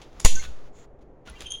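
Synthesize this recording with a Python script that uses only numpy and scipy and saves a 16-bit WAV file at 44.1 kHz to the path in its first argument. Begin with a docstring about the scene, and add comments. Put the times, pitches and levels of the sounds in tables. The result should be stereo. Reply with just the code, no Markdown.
"""A plastic wall switch is pressed close to a hand-held phone in a small, hard room. After a light knock
the rocker gives with a tick, then snaps over and rings its face plate. The jolt overloads the
microphones, which swing back slowly. The finger squeaks off the plate and the hand draws away with
faint rustles. Then the phone is moved, with knocks and dull bumps, and last something, perhaps a hinge,
squeaks. A low hum and room noise lie under it all."""
import sys
import numpy as np
from scipy import signal
from scipy.fft import rfft, irfft
from scipy.io import wavfile

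SR = 44100
rng = np.random.default_rng(int(sys.argv[2]) if len(sys.argv) > 2 else 0)


def put_to_file(sound):
    """Save the sound as 16-bit audio at rate SR, in the file named by the first command-line argument."""
    columns = np.atleast_2d(sound).T  # one column per channel
    safe = np.clip(columns, -1, 1)
    whole_steps = np.round(safe * 32767)
    wavfile.write(sys.argv[1], SR, whole_steps.astype(np.int16))


N = 70560
TOP_HZ = 15900  # high cut of the whole mix

# rocker hits: first give, snap, rebounds (time [s], crack level [dB], ring level [dB])
ROCKER_HITS = [(0.1983, -11.5, -26), (0.2017, -7.5, -15), (0.2144, -18, -23.5), (0.245, -14.5, -26.5),
               (0.2483, 9.5, 6), (0.2497, 13.5, 11), (0.2507, 7.5, 10), (0.2558, 6.5, 9.5),
               (0.2577, 7.5, 9.5), (0.2614, 5, 4.5)]
# modes of the rocker and its face plate (frequency [Hz], level [dB], t60 [s])
PLATE_MODES = [(211, -19, 0.039), (496, -15, .04), (640.3, -17.5, .04), (743, -20, 0.027), (920, -15, .025),
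               (1031, -11, 0.021), (1326, -17.5, 0.02), (1812, -13.5, 0.028), (2015, -12, 0.016),
               (2789, -12.5, 0.015), (3531, -12.5, .045), (4578, -19.5, .03), (5575, -22.5, .03),
               (6436, -13.5, 0.022), (6930, -10.5, .015), (7460, -15.5, 0.059)]
# bright EQ on the crack (frequency [Hz], gain [dB])
CRACK_EQ = [(200, -9.5), (1000, -7.5), (2200, 1.5), (4000, 3), (6300, 3.5), (8000, 4.5), (11000, -1.5),
            (16000, -5.5)]


def switch():
    """Each hit of the rocker is a noise crack plus the ring of the plastic plate."""
    age = clock()[:N // 8]
    cracks, rings = np.zeros((2, N)), np.zeros((2, N))
    for start, crack_db, ring_db in ROCKER_HITS:
        crack = unit(stereo_noise(len(age)) * decay(age, t60=0.013))
        phases = rng.uniform(0, 2 * np.pi, (len(PLATE_MODES), 2, 1))
        ring = sum(amp(db) * unit(np.sin(2 * np.pi * hz * age + phase) * decay(age, t60))
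                   for (hz, db, t60), phase in zip(PLATE_MODES, phases))
        i = int(start * SR)
        cracks[:, i:i + len(age)] += amp(crack_db) * crack
        rings[:, i:i + len(age)] += amp(ring_db) * ring
    return eq(cracks, CRACK_EQ) + rings


def mic_jolt():
    """Low thump under the snap: a pressure step leaks away through three slow high-pass stages."""
    snap_s, attack_s, recovery_s = 0.2483, 0.0043, 0.058
    age = np.maximum(clock() - snap_s, 0)
    attack = 1 - np.exp(-age / attack_s)
    leak = age / recovery_s
    swing = np.exp(-leak) * (1 - 2 * leak + leak ** 2 / 2)
    return -amp([[-0.5], [6]]) * attack * swing  # heavier on the right


# light handling hits (time [s], level [dB], t60 [s], high cut [Hz])
KNOCK_HITS = [(0.0165, -12, 0.091, 6960), (0.1294, -29.5, .02, 8000), (0.99, -40, 0.037, 6070),
              (1.017, -34, 0.044, 3500), (1.2738, -10, 0.043, 4500), (1.2977, -21, 0.015, 14000),
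              (1.398, -30, .015, 11900), (1.4066, -7, 0.013, 11000), (1.413, -9, 0.025, 6000),
              (1.42, -8.5, 0.024, 14000)]
# body and presence of the knocks (frequency [Hz], gain [dB])
KNOCK_EQ = [(100, -1), (500, 5.5), (1500, -1), (3200, 6), (5500, -0.5), (10000, -0.5), (16000, -2.5)]


def knocks():
    """The moving hand knocks lightly: tight bursts of low-passed noise."""
    out = np.zeros((2, N))
    for start, db, t60, cut_hz in KNOCK_HITS:
        burst = unit(stereo_noise() * decay(clock() - start, t60))
        out += amp(db) * pass_filter(burst + 1e-18, cut_hz)
    return eq(out, KNOCK_EQ)


# the finger leaving the plate, later perhaps a hinge
# (centre [s], length [s], pitch [Hz], level [dB], overtone level [dB])
SQUEAK_CUES = [(0.357, 0.0081, 6563, -26, -33), (0.38, 0.045, 1532, -34.5, -14),
               (0.4, 0.026, 2133, -36.5, -3.5), (0.462, 0.075, 1475, -46, -23),
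               (1.287, 0.02, 1429, -40.5, -31.5), (1.34, 0.03, 2010, -49.5, -22),
               (1.36, 0.02, 2360, -47, -15), (1.367, 0.043, 3140, -53.5, -28),
               (1.381, 0.052, 2770, -47.5, -24), (1.468, .02, 3169, -27, -12.5),
               (1.486, 0.011, 3163, -35, -24), (1.509, 0.022, 3188, -34, -2), (1.522, 0.02, 3184, -26, -5),
               (1.547, 0.033, 3201, -27.5, -28)]
# balance of the second to fourth partials (level [dB])
PARTIALS_DB = [0, -3.5, -20]


def squeaks():
    """Stick-slip chirps with a shaky pitch and level, brighter as the grip tightens."""
    wobble_depth, flutter_db, wobbles_per_s = 0.012, 2.8, 1200
    out = np.zeros(N)
    for centre, length, hz, db, overtones_db in SQUEAK_CUES:
        pitch = hz * (1 + wobble_depth * wander(wobbles_per_s))
        phase = 2 * np.pi * np.cumsum(pitch) / SR
        grip = swell(centre, length) * amp(flutter_db * wander(wobbles_per_s))
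        overtones = sum(amp(overtones_db + partial_db) * np.sin(k * phase)
                        for k, partial_db in enumerate(PARTIALS_DB, 2) if k * hz < TOP_HZ)
        out += amp(db) * grip * (np.sin(phase) + grip * overtones)
    return out


# thin sliding hisses (centre [s], length [s], band centre [Hz], bandwidth [Hz], level [dB])
SLIDE_CUES = [(0.359, 0.013, 6375, 700, -11), (0.395, 0.065, 6300, 795, -22),
              (0.794, 0.14, 7110, 1124, -45.5), (1.2985, .008, 10300, 599, -25.5),
              (1.465, 0.067, 2920, 600, -27)]


def slides():
    """Light sliding contact: short swells of narrow-band noise."""
    out = np.zeros((2, N))
    for centre, length, hz, width, db in SLIDE_CUES:
        band = pass_filter(stereo_noise(), [hz - width / 2, hz + width / 2], "bandpass")
        out += amp(db) * swell(centre, length) * band
    return out


# pushes of the hand on the phone (centre [s], length [s], level [dB])
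BUMP_CUES = [(0.182, .1, -17.5), (0.35, 0.13, -10.5), (0.47, 0.15, -16), (1.043, .05, -24.5),
             (1.311, 0.12, -16.5), (1.438, .08, -21.5)]
# bass-heavy tone of the phone body (frequency [Hz], gain [dB])
BUMP_EQ = [(20, -5), (55, 1.5), (100, -14), (150, -22.5), (220, -16), (400, -37), (1000, -61.5),
           (4000, -79)]


def bumps():
    """Dull mono rumble carried from the hand through the phone body."""
    push = sum(amp(db) * swell(centre, length) for centre, length, db in BUMP_CUES)
    return eq(push * rng.standard_normal(N), BUMP_EQ)


# strokes of the hand (centre [s], length [s], level [dB])
RUB_CUES = [(0.439, 0.066, -38), (0.785, 0.11, -59.5), (1.021, 0.03, -63.5), (1.287, 0.073, -47.5),
            (1.387, 0.13, -54.5), (1.412, 0.061, -46.5), (1.448, 0.045, -50), (1.524, 0.055, -54.5)]
# upper-mid lift on the rustle (frequency [Hz], gain [dB])
RUB_EQ = [(100, -5), (600, 0), (1500, 7), (3000, 8.5), (5000, 2.5), (10000, -5.5), (16000, -2)]


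def rubs():
    """The hand rustles: grainy friction noise that follows its pressure."""
    grain_db, grains_per_s = 3, 400
    pressure = sum(amp(db) * swell(centre, length) for centre, length, db in RUB_CUES)
    friction = stereo_noise() * pressure * amp(grain_db * wander(grains_per_s))
    return eq(friction, RUB_EQ)


# thin, bright EQ on the reverb (frequency [Hz], gain [dB])
REVERB_EQ = [(100, -36.5), (500, -13), (1200, -18), (2000, -9.5), (3300, 0), (7000, -4), (16000, -1)]


def room_reverb(send):
    """Early slap off the wall and shelf, then a bare-wall tail whose treble dies slightly sooner."""
    predelay_s, crossover_hz, early_db = 0.0056, 4500, 4.5
    age = clock() - predelay_s
    low_tail = pass_filter(stereo_noise(), crossover_hz) * decay(age, t60=0.4)
    high_tail = pass_filter(stereo_noise(), crossover_hz, "highpass") * decay(age, t60=0.38)
    early = amp(early_db) * stereo_noise() * decay(age, t60=0.13)
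    response = eq(unit(early + low_tail + high_tail), REVERB_EQ)
    return signal.fftconvolve(send, response, axes=-1)[:, :N]


# dark tone of the steady room noise (frequency [Hz], gain [dB])
AIR_EQ = [(20, -20), (55, -30), (110, -36.5), (200, -36.5), (450, -32.5), (700, -37), (1200, -49),
          (2000, -57.5), (4000, -76.5), (16000, -86)]
# tones of the hum (frequency [Hz], level [dB])
HUM_TONES = [(100, -79.5), (135, -60.5), (415, -64.5)]
# level of the hiss over time (time [s], level [dB])
HISS_LEVELS = [(0, -43), (0.112, -50.5), (.19, -43.5), (.5, -45.5), (0.681, -48), (.71, -60.5), (.78, -51.5),
               (0.852, -47.5), (.87, -84), (1.24, -71), (1.27, -43), (1.6, -52)]
# mid-forward tone of the hiss (frequency [Hz], gain [dB])
HISS_EQ = [(200, -1), (1200, 6), (2500, -2.5), (5000, -5), (9000, -20), (16000, -8)]


def room_tone():
    """The bed: low room noise, a weak hum and a faint hiss that comes and goes."""
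    mid, side = eq(stereo_noise(), AIR_EQ)
    side = eq(side, [(50, -4.5), (250, -5.5)])  # narrows the stereo image
    air = np.array([mid + side, mid - side]) / np.sqrt(2)
    hum = sum(amp(db) * np.sin(2 * np.pi * (hz * clock() + rng.random())) for hz, db in HUM_TONES)
    hiss_db = np.interp(clock(), *np.array(HISS_LEVELS).T)
    hiss = eq(stereo_noise(), HISS_EQ) * amp(hiss_db)
    return air + hum + hiss


def amp(db):
    """Decibels to gain."""
    return 10 ** (np.asarray(db) / 20)


def clock():
    """Time of every sample in seconds."""
    return np.arange(N) / SR


def unit(x):
    """Scale each channel to unit energy."""
    return x / np.sqrt(np.sum(x ** 2, axis=-1, keepdims=True))


def stereo_noise(samples=N):
    """White noise, independent left and right."""
    return rng.standard_normal((2, samples))


def decay(age, t60):
    """Envelope that opens at age zero and falls 60 dB in t60 seconds."""
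    return (age >= 0) * np.exp(-np.log(1000) * np.maximum(age, 0) / t60)


def swell(centre, length):
    """Smooth rise and fall around a moment."""
    return np.cos(np.pi / 2 * np.clip(2 * (clock() - centre) / length, -1, 1))


def wander(rate):
    """Random modulation that glides to a new value `rate` times a second."""
    return np.interp(clock() * rate, np.arange(N), rng.standard_normal(N))


def pass_filter(x, hz, kind="lowpass"):
    """Gentle filter with 12 dB per octave slopes."""
    return signal.sosfilt(signal.butter(2, hz, kind, fs=SR, output="sos"), x)


def eq(x, points):
    """Minimum-phase EQ through (frequency [Hz], gain [dB]) points."""
    hz, db = np.array(points).T
    size = 2 * N
    bin_hz = np.maximum(np.arange(N + 1) * SR / size, 1)
    gain = amp(np.interp(np.log(bin_hz), np.log(hz), db))
    cepstrum = irfft(np.log(gain))
    cepstrum[1:N] *= 2  # folded forward, so nothing rings ahead of a hit
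    cepstrum[N + 1:] = 0
    return irfft(rfft(x, size) * np.exp(rfft(cepstrum)))[..., :N]


def scene():
    """The mix: switch, hand and squeaks feed the reverb; jolt, bumps and slides stay dry."""
    click, hand, squeal = switch(), knocks() + rubs(), squeaks()
    reverb = room_reverb(click + amp(-5) * hand + amp(-2) * squeal)
    direct_click = amp([[0.5], [5.5]]) * click  # panned right
    on_phone = mic_jolt() + bumps() + slides()
    return direct_click + hand + squeal + reverb + on_phone + room_tone()


# resonances of the left and right microphone ports (frequency [Hz], gain [dB])
LEFT_PORT_EQ = [(100, 1), (1000, -2.5), (3500, -2), (5000, -4), (6000, 1.5), (6900, 3.5), (8200, -9.5),
                (10300, -14), (12500, -18.5), (15500, -13)]
RIGHT_PORT_EQ = [(100, 1.5), (1000, -3.5), (3500, -6.5), (4700, -9), (6100, -19), (7400, -13),
                 (8700, -10.5), (9900, -1), (12000, -14.5), (15500, -22)]


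def record(dry):
    """Each port colours its side, the snap clips, and a steep high cut takes off the top."""
    ports = np.array([eq(dry[0], LEFT_PORT_EQ), eq(dry[1], RIGHT_PORT_EQ)])
    high_cut = signal.ellip(10, 0.2, 70, TOP_HZ, fs=SR, output="sos")
    return signal.sosfilt(high_cut, np.clip(ports, -1, 1))


dry = scene()
out = record(dry)
put_to_file(out)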